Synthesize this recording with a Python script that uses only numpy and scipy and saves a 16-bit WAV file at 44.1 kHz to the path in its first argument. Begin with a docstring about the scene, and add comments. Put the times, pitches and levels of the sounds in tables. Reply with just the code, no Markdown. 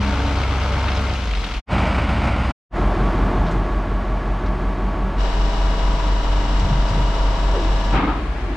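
"""A forklift engine booms and clatters over a yard, lets its revs fall, pulls again farther off, then idles in a shed.
Two short silences part these three stretches. Sine tones make the exhaust; noise in bursts makes the clatter of firings.
Chains jingle on the move, and a metallic buzz of repeating noise joins the idle for a while and beats with the boom.
The stone load groans on sagging tones, thuds on ringing timbers and settles with jolts, a scrape and a rough rumble."""
import sys
import numpy as np
from scipy import signal
from scipy.fft import rfft, irfft
from scipy.io import wavfile

SR = 44100
rng = np.random.default_rng(int(sys.argv[2]) if len(sys.argv) > 2 else 0)


def master(y):
    """Save y as 16-bit WAV."""
    cut = np.clip(np.atleast_2d(y).T, -1, 1)
    pcm = np.round(cut * 32767)  # scale
    wavfile.write(sys.argv[1], SR, pcm.astype(np.int16))


N = 377496
TIME = np.arange(N) / SR  # seconds
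BINS = np.maximum(np.arange(N // 2 + 1) * SR / N, 1)  # Hz
SIDES = np.array([[1], [-1]])  # left, right

# how wide the yard and the shed sound: (f/Hz, side minus middle level/dB)
YARD_WIDTH = [(60, -39), (240, -20), (950, -13), (3770, -6.5), (15000, 1.5)]
SHED_WIDTH = [(60, -42), (240, -18.5), (950, -8), (3770, -1.5), (15000, -1.5)]
# which way the sound leans: (f/Hz, left minus right level/dB)
YARD_PAN = [(60, -1), (240, -0.5), (950, 0.5), (3770, 5), (15000, -5.5)]
SHED_PAN = [(60, 2), (240, -0.5), (950, 1.5), (3770, 3.5), (15000, 0)]

# when each stretch is heard: (start/s, end/s, fade-out/s)
DRIVE_SPAN, PULL_SPAN, IDLE_SPAN = (-0.075, 1.622, 0.05), (1.654, 2.526, 0.02), (2.69, 9, 0.02)
IDLE_HZ = 5.525  # working cycles of the engine per second
FIRINGS = 8  # per working cycle
BUZZ_HZ = 24.28  # turns per second of the buzzing machine
BUZZ_ON_S, BUZZ_RISE_S, BUZZ_OFF_S, BUZZ_FALL_S = 5.155, 0.06, 7.91, 0.12


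def from_db(db):
    """Turn decibels into a gain."""
    return 10 ** (np.asarray(db) / 20)


def rms_one(x):
    """Scale a signal to unit power."""
    return x / np.sqrt(np.mean(x ** 2) + 1e-20)


def in_pitch(points):
    """Read a table of (f/Hz, level/dB) at every frequency bin, evenly along pitch."""
    hz, db = np.transpose(points)
    return np.interp(np.log(BINS), np.log(hz), db)


def bell(hz, width):
    """Give the strength of one resonance over frequency, 1 at its top."""
    return 1 / np.sqrt(1 + ((BINS ** 2 - hz ** 2) / (BINS * width)) ** 2)


def drift(rate):
    """Wander slowly at random with a spread of 1; a higher rate in Hz wanders faster."""
    smooth = rfft(rng.standard_normal(N)) / (1 + (BINS / rate) ** 2)
    return rms_one(irfft(smooth, N))


def ease(start, length):
    """Step smoothly from 0 to 1; start and length in seconds."""
    return np.sin(np.pi / 2 * np.clip((TIME - start) / length, 0, 1)) ** 2


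def heard(span):
    """Fade a stretch in, hold it and fade it out."""
    start, end, fade_out = span
    fade_in = 0.085  # s
    return (ease(start, fade_in) * (1 - ease(end - fade_out, fade_out))) ** 2


def radiate(pair, colour, rings, width, pan):
    """Pass two unrelated noises through a ringing body to get the left and right spectra."""
    lifts_db = sum(db * bell(hz, wide) ** 2 for hz, wide, db in rings)
    mid, side = rfft(pair) * from_db(in_pitch(colour) + lifts_db)
    spread = mid + side * from_db(in_pitch(width)) * SIDES
    return spread * from_db(in_pitch(pan) * SIDES / 2)


def unit_mid(spectra):
    """Return to a stereo wave whose middle has unit power."""
    wave = irfft(spectra, N)
    return wave / np.std(wave.mean(axis=0))


def rattle(turns, alike):
    """Make dense contacts as noise: the share alike returns on every turn, the rest is always new."""
    size = int(N / turns[-1])
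    loop = rng.standard_normal((2, size))[:, (turns % 1 * size).astype(int)]
    return np.sqrt(alike) * loop + np.sqrt(1 - alike) * rng.standard_normal((2, N))


def knocks(turns, sharp, uneven_db, count=FIRINGS):
    """Give each knock a burst that dies away; places in the turn and single knocks differ in strength."""
    knock = (turns * count).astype(int)
    by_place = rng.standard_normal(count)[knock % count]
    by_knock = rng.standard_normal(knock[-1] + 1)[knock]
    burst = np.exp(-sharp * (turns * count % 1))
    return rms_one(from_db(uneven_db * (by_place + by_knock)) * burst)


def exhaust(turns, orders, waver):
    """Add tones at multiples of the working cycle; weak ones wander most in phase, by up to waver radians rms."""
    out = 0
    for order, db in orders:
        phase = 2 * np.pi * (order * turns + rng.random())
        wander = waver * (1 - from_db(min(db, 0))) * drift(11.0)
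        out = out + from_db(db) * np.sin(phase + wander)
    return rms_one(out)


def clatter(spectra, clatter_db, hiss_db):
    """Set the engine block's clatter and the brighter hiss of injectors and fan each at its level."""
    low = 1 / (1 + (BINS / 1800) ** 8)  # parts them at 1800 Hz
    block = from_db(clatter_db) * unit_mid(spectra * low)
    return block + from_db(hiss_db) * unit_mid(spectra * (1 - low))


def whine(tones):
    """Sound steady tones (f/Hz, level/dB rms) that flutter a little in level and phase."""
    out = 0
    for hz, db in tones:
        level = from_db(db + 0.9 * drift(3.9))
        out = out + level * np.sin(2 * np.pi * hz * TIME + 0.12 * drift(3.3))
    return np.sqrt(2) * out


def ring(clicks, hz, t60):
    """Let a resonance answer clicks: a unit click starts a sine of height 1 that falls 60 dB in t60 seconds."""
    r, w = from_db(-60 / (t60 * SR)), 2 * np.pi * hz / SR
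    return signal.lfilter([0, np.sin(w)], [1, -2 * r * np.cos(w), r * r], clicks + 1e-18)


def struck(blows, modes, contact_s, uneven_db):
    """Make each blow a short crunch of noise that rings every mode with a strength of its own."""
    out, size = np.zeros(N), SR // 2
    for s, db in blows:
        start = int(s * SR)
        for hz, mode_db, t60 in modes:
            crunch = rng.standard_normal(size) * np.exp(-TIME[:size] / contact_s)
            wave = ring(crunch, hz, t60)
            peak = from_db(db + mode_db + uneven_db * rng.standard_normal())
            out[start:start + size] += (peak * wave / abs(wave).max())[:N - start]
    return out


def tailpipe(wave):
    """Swell tones near the pipe's resonance and lose the deepest, which the pipe hardly sends out."""
    lift = from_db(10.5 * bell(48.8, 12) ** 2)  # up to 10.5 dB at 48.8 Hz, 12 Hz wide
    cut = 1 / np.sqrt(1 + (34 / BINS) ** 12)  # below 34 Hz
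    return irfft(rfft(wave) * lift * cut, N)


def driving():
    """Rattle unevenly over the ground close by under load; then the load drops and the revs fall."""
    # engine speed: (t/s, working cycles per second)
    speed_points = [(0.0, 8.06), (1.1, 8.36), (1.202, 7.87), (1.304, 6.44), (1.402, 5.47), (1.5, 4.97),
                    (1.6, 4.78)]
    # exhaust tones: (multiple of the cycle rate, relative level/dB)
    orders = [(4, -17), (5, -9), (6, -34), (7, -15.5), (8, 2.5), (9, -13), (10, -12.5), (11, -3.5),
              (12, -14), (13, -12.5), (16, -10.5), (17, -16), (25, -17)]
    # tone colour of the clatter: (f/Hz, relative level/dB per Hz)
    colour = [(59, -42), (100, -4), (165, -12), (196, -6.5), (231, -11), (285, -12), (359, -17),
              (443, -16.5), (607, -16.5), (1370, -15.5), (1840, -24), (2990, -23), (5720, -33.5),
              (15000, -66.5)]
    # ringing panels: (f/Hz, width/Hz, lift/dB)
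    panels = [(283, 11, 4), (442, 9.4, 9.5), (600, 33, 6), (734, 15, 8), (907, 19, 7.5), (2130, 280, 4.5)]
    loaded_db, coasting_db = (-21.5, -25.5, -35), (-27, -32.5, -36.5)  # exhaust, clatter, hiss
    turns = np.cumsum(np.interp(TIME, *np.transpose(speed_points))) / SR
    unloaded = ease(1.0, 0.32)  # the driver lifts off
    exhaust_db, clatter_db, hiss_db = (
        full + (coast - full) * unloaded for full, coast in zip(loaded_db, coasting_db))
    uneven_ground = from_db(0.7 * drift(120))
    blows = rattle(turns, alike=0.52) * knocks(turns, sharp=0.48, uneven_db=0.07) * uneven_ground
    body = radiate(blows, colour, panels, YARD_WIDTH, YARD_PAN)
    # the exhaust falters by 6 dB just before the engine catches at idle
    lull_db = -6 * np.exp(-((TIME - 1.48) / 0.038) ** 2)
    boom = from_db(exhaust_db + lull_db) * tailpipe(exhaust(turns, orders, waver=0.12))
    opening = ease(0, 0.008)
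    return (boom + clatter(body, clatter_db, hiss_db)) * opening * heard(DRIVE_SPAN)


def chains(count=18):
    """Let chain links touch in loose clusters, a few hard and most softly, while the forklift rolls."""
    lowest_hz, highest_hz, link_t60, db_per_octave = 2020, 6270, 0.018, -7
    rate = 260 * from_db(4 * drift(8))  # touches per second, wandering around 260
    touching = rng.random(N) < rate / SR
    sizes = from_db(6.5 * np.minimum(rng.exponential(1, N), 3)) * touching
    touches = sizes * (rng.choice([-1, 1], N) + 0.5 * rng.standard_normal((2, N)))
    dealt = rng.integers(0, count, N)  # which link each touch rings
    links = 0
    for k, hz in enumerate(np.geomspace(lowest_hz, highest_hz, count)):
        gain = from_db(db_per_octave * np.log2(hz / lowest_hz))
        links = links + gain * ring(touches * (dealt == k), hz, link_t60)
    return from_db(-42) * rms_one(links) * heard(DRIVE_SPAN)


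def groans():
    """Set mast and timbers sounding for a moment as the load shifts, on a rough, sagging pitch."""
    # groans: (middle t/s, swell length/s, f/Hz, scale of the pitch's wander and sag/Hz, level/dB rms at the top)
    groan_list = [(0.024, 0.075, 201, 4, -25), (0.27, 0.22, 284, 2, -35.5), (3.499, 0.078, 165, 14, -27),
                  (7.568, 0.022, 510, 90, -28), (7.609, 0.052, 345, 50, -28), (8.51, 0.049, 316, 65, -31.5)]
    out = 0
    for s, length, hz, width, db in groan_list:
        swell = np.exp(-0.5 * ((TIME - s) / length) ** 2)
        sag = 0.49 * np.tanh((TIME - s) / length)
        pitch = hz + width * (0.71 * drift(62.4) - sag)
        level = from_db(db + 1.2 * drift(40)) * swell
        out = out + level * np.sqrt(2) * np.sin(2 * np.pi * np.cumsum(pitch) / SR)
    return out


def clinks():
    """Make short bright contacts of chain and grit from bands of noise that die quickly."""
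    # clinks: (t/s, level at the start/dB, f/Hz, time to fall 60 dB/s)
    clink_list = [(0.435, -28, 3000, 0.051), (.513, -37, 2800, .04), (0.882, -24.5, 2600, 0.1),
                  (.918, -28, 3000, 0.05), (1.014, -44, 7000, .04), (1.125, -34, 2600, .04),
                  (1.136, -29, 3500, .04), (1.24, -33, 2400, .03), (1.336, -22, 2300, 0.026),
                  (1.35, -25, 2700, 0.034), (1.434, -26.5, 1910, 0.035), (1.442, -25.5, 3200, 0.046),
                  (1.511, -28, 2600, .03), (1.538, -30, 3300, 0.05), (3.466, -39.5, 3430, 0.3),
                  (3.512, -46, 5400, 0.17), (4.461, -39.5, 3470, 0.08), (6.596, -36, 4500, .15),
                  (6.886, -36, 4500, 0.15)]
    out, size = np.zeros((2, N)), SR // 2
    for s, db, hz, t60 in clink_list:
        start = int(s * SR)
        edges = [hz / 2.7, min(hz * 1.5, SR * 0.4)]
        band = signal.butter(2, edges, "band", fs=SR, output="sos")
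        noise = rng.standard_normal((2, size))
        mid, side = rms_one(signal.sosfilt(np.vstack([band, band]), noise))  # filtered twice
        decay = np.exp(-np.log(1000) * TIME[:size] / t60)
        out[:, start:start + size] += (mid + 0.43 * side * SIDES) * from_db(db) * decay
    return out


def pulling():
    """Work hard at steady revs while the clatter and hiss fade as it passes behind the stacks."""
    # exhaust tones: (multiple of the cycle rate, relative level/dB)
    orders = [(4, -20.5), (6, -8), (8, -1.5), (10, 0.5), (14, -7.5), (16, -9.5), (18, -15.5), (32, -15),
              (40, -13.5), (42, -16.5)]
    # tone colour of the clatter: (f/Hz, relative level/dB per Hz)
    colour = [(59, -29), (100, -4.5), (159, -9), (279, -13), (352, -14.5), (391, -20), (452, -17),
              (633, -11), (1260, -16.5), (1370, -13), (1660, -25), (2230, -15), (8700, -46), (15000, -75.5)]
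    # ringing panels: (f/Hz, width/Hz, lift/dB)
    panels = [(202, 81, 7), (1800, 480, 4), (2900, 230, 3.5), (4860, 640, 4), (8750, 1900, 3.5)]
    start_db, db_per_s = (-20, -20, -32.5), (0, -5.5, -4.5)  # exhaust, clatter, hiss
    turns = 6.88 * TIME  # working cycles per second
    elapsed = np.clip(TIME, PULL_SPAN[0], PULL_SPAN[1]) - PULL_SPAN[0]
    exhaust_db, clatter_db, hiss_db = (db + slope * elapsed for db, slope in zip(start_db, db_per_s))
    blows = rattle(turns, alike=0.4) * knocks(turns, sharp=0.2, uneven_db=0.9)
    body = radiate(blows, colour, panels, YARD_WIDTH, YARD_PAN)
    boom = from_db(exhaust_db) * exhaust(turns, orders, waver=0.3)
    return (boom + clatter(body, clatter_db, hiss_db)) * heard(PULL_SPAN)


def shed_levels():
    """Hold exhaust, clatter and hiss steady at each listening place and blend into the next."""
    # places: (middle of the blend t/s, blend/s, exhaust level/dB, clatter level/dB, hiss level/dB);
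    # the first place holds from the start, so its two times are not used
    places = [(2.6, 0.12, -19, -21, -38.5), (3.55, 0.89, -21.5, -26, -43), (5.18, 0.043, -17.5, -32, -42.5),
              (8.02, 0.31, -23.5, -30, -41.5)]
    levels = np.array(places[0][2:])[:, None]
    for s, blend, *place_db in places[1:]:
        levels = levels + (np.array(place_db)[:, None] - levels) * ease(s - blend / 2, blend)
    return levels


def beat(hz, depth, dip_s):
    """Give a weaker tone, hz above a strong one, that opposes it once per beat, as at dip_s."""
    return -depth * np.exp(2j * np.pi * hz * (TIME - dip_s))


def throb(boom, buzz_share):
    """Let the boom beat once per cycle, or with a hum at twice the buzz rate during the buzz; later it flutters."""
    cycle = beat(IDLE_HZ, depth=0.42, dip_s=3.68) * (1 - buzz_share)
    hum = beat(2 * BUZZ_HZ - FIRINGS * IDLE_HZ, depth=0.32, dip_s=5.54) * buzz_share
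    flutter = beat(14.4, depth=0.7, dip_s=8.135) * ease(BUZZ_OFF_S, BUZZ_FALL_S)
    power = 1 + abs(cycle) ** 2 + abs(hum) ** 2 + abs(flutter) ** 2
    return np.real(signal.hilbert(boom) * (1 + cycle + hum + flutter)) / np.sqrt(power)


def drone():
    """Boom a panel on one tone that swells once in every working cycle."""
    swell = np.cos(np.pi * IDLE_HZ * (TIME - 3.97)) ** 4  # one swell tops at 3.97 s
    level = from_db(-29 + drift(3.7))
    return level * swell * np.sin(2 * np.pi * 192.6 * TIME + 0.99 * drift(3.3))


def idling(buzz_share):
    """Idle in the shed with a throbbing boom and soft knocks; whine and drone stop when the buzz begins."""
    # exhaust tones: (multiple of the cycle rate, relative level/dB)
    orders = [(4, -24), (5, -22), (8, 3), (11, -21), (17, -22), (22, -25), (24, -20), (35, -23)]
    # tone colour of the clatter: (f/Hz, relative level/dB per Hz)
    colour = [(38, -23), (65, 3), (71, -1.5), (185, -7), (375, -6.5), (504, -17), (619, -9), (976, -13.5),
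              (1120, -13.5), (1280, -16.5), (1650, -23.5), (1810, -27.5), (9510, -62), (15000, -80.5)]
    # ringing panels: (f/Hz, width/Hz, lift/dB)
    panels = [(103, 45, 3.4), (207, 42, 3.2), (463, 10, 9.5), (1130, 30, 4.1), (1680, 31, 5.1)]
    # whine: (f/Hz, level/dB rms)
    tones = [(619, -48), (894, -46), (1125, -41.5), (1686, -52.5)]
    turns = IDLE_HZ * TIME
    exhaust_db, clatter_db, hiss_db = shed_levels()
    blows = rattle(turns, alike=0.48) * knocks(turns, sharp=0.1, uneven_db=0.0)
    body = radiate(blows, colour, panels, SHED_WIDTH, SHED_PAN)
    boom = from_db(exhaust_db) * throb(exhaust(turns, orders, waver=0.63), buzz_share)
    singing = (whine(tones) + drone()) * (1 - ease(BUZZ_ON_S, BUZZ_RISE_S))
    return (boom + clatter(body, clatter_db, hiss_db) + singing) * heard(IDLE_SPAN)


def buzz():
    """Buzz like metal: a smooth rattle that partly repeats on every turn, with a few tones standing out."""
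    # tone colour: (f/Hz, relative level/dB per Hz)
    colour = [(38, -10), (65, -14), (76, -16), (129, -12.5), (222, -15.5), (267, -12.5), (299, -22),
              (359, -28), (393, -15.5), (663, -18), (832, -18), (999, -15), (1570, -25.5), (5510, -37.5),
              (15000, -70)]
    # resonances: (f/Hz, width/Hz, lift/dB)
    rings = [(2280, 1000, -3.5), (2870, 190, 9), (3800, 480, 4), (5500, 370, 4), (7520, 270, 7.5)]
    # standing tones: (f/Hz, level/dB rms)
    tones = [(24.3, -34), (298, -39.5), (534.3, -53), (558.6, -48), (656.1, -39.5), (777.3, -54),
             (923, -51), (972, -40), (996, -56), (1690, -54.5), (2794, -55.5), (2867, -58), (2915, -59),
             (2939, -59), (3715, -55.5), (3887, -59), (5346, -67), (7531, -71)]
    turns = BUZZ_HZ * TIME
    blows = rattle(turns, alike=0.66) * knocks(turns, sharp=0.16, uneven_db=0.5, count=3)
    body = radiate(blows, colour, rings, SHED_WIDTH, SHED_PAN)
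    return from_db(-28) * unit_mid(body) + whine(tones)


def timbers():
    """Thud the timbers under the stone: each blow rings their low modes."""
    # blows: (t/s, level/dB)
    blows = [(6.616, -21), (6.645, -23.5), (6.7, -24), (6.906, -23), (6.935, -26), (6.99, -22)]
    # modes: (f/Hz, level relative to the blow/dB, time to fall 60 dB/s)
    modes = [(65.4, -2, .15), (92, 3, 0.28), (123.7, 0.5, 0.39), (151.1, -4, 0.45), (196, -5.5, 0.18),
             (720, -12, .06)]
    return struck(blows, modes, contact_s=0.0093, uneven_db=1.5)


def lowering():
    """Let the hydraulics whine faintly as the load comes down."""
    return whine([(1700, -48.5)]) * ease(7.35, 0.2) * (1 - ease(BUZZ_OFF_S, BUZZ_FALL_S))


def settling():
    """Scrape stone on steel, jolt the bed and forks into ringing and grind to rest in a rough rumble."""
    # tone colours of rumble and scrape: (f/Hz, relative level/dB per Hz)
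    rumble_colour = [(59, -48), (100, -2), (246, -2.5), (290, -1), (511, -12.5), (780, -11), (854, -9.5),
                     (1230, -11), (1910, -21.5), (3770, -30.5), (8000, -60), (15000, -95)]
    scrape_colour = [(500, -40), (1500, -6), (2100, 2), (2850, -1), (3300, -7), (8000, -50), (15000, -85)]
    # resonances of the rumble: (f/Hz, width/Hz, lift/dB)
    rings = [(298, 34, 4.5), (980, 90, 3), (1310, 90, 4.5), (2450, 700, 1.8)]
    # jolts as the stone lands: (t/s, level/dB)
    jolts = [(7.942, -20.5), (7.975, -22.5), (8.03, -24.5), (8.09, -28)]
    # modes of bed and forks: (f/Hz, level relative to the jolt/dB, time to fall 60 dB/s)
    modes = [(280, -7, 0.38), (302.4, -6, 0.31), (737, -8, .3), (774, -3, 0.36), (1140, -14, .3),
             (1240, -4, 0.17), (1240, -14, .22), (2160, -13, 0.18)]
    start, attack, release = 7.915, 0.025, 0.39  # s, rumble
    bite_start, bite_attack, bite_t60 = 7.935, 0.039, 0.18  # s, scrape
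    grains = rng.standard_normal((2, N)) * from_db(0.43 * drift(110))
    swell = ease(start, attack) * (1 - ease(start + attack, release))
    rumble_body = radiate(grains, rumble_colour, rings, SHED_WIDTH, SHED_PAN)
    rumble = from_db(-19.5) * swell * unit_mid(rumble_body)
    since_bite = np.maximum(TIME - bite_start - bite_attack, 0)
    bite = ease(bite_start, bite_attack) * from_db(-36 - 60 * since_bite / bite_t60)
    scrape = bite * unit_mid(radiate(grains, scrape_colour, [], SHED_WIDTH, SHED_PAN))
    return rumble + scrape + struck(jolts, modes, contact_s=0.018, uneven_db=3.0)


def off_axis(pair):
    """Bring the sound to the left microphone a little later, yet louder."""
    lag_s, left_over_right_db = 0.8 / SR, 0.5
    left = np.interp(TIME - lag_s, TIME, pair[0])
    return np.array([left * from_db(left_over_right_db / 2), pair[1] * from_db(-left_over_right_db / 2)])


def scene():
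    """Mix all sources; from the pull until the buzz begins, all is heard from straight ahead."""
    buzz_share = ease(BUZZ_ON_S, BUZZ_RISE_S) * (1 - ease(BUZZ_OFF_S, BUZZ_FALL_S))
    engine = driving() + pulling() + idling(buzz_share)
    load = groans() + timbers() + lowering() + settling()
    both = engine + chains() + clinks() + buzz_share * buzz() + load
    spread = (TIME < PULL_SPAN[0]) + ease(BUZZ_ON_S, BUZZ_RISE_S)
    return (1 - spread) * both.mean(axis=0) + spread * off_axis(both)


def record(dry):
    """Cut the top steeply: from 15900 Hz up, all is at least 70 dB down."""
    return signal.sosfilt(signal.cheby2(12, 70, 15900, fs=SR, output="sos"), dry)


dry = scene()
out = record(dry)
master(out)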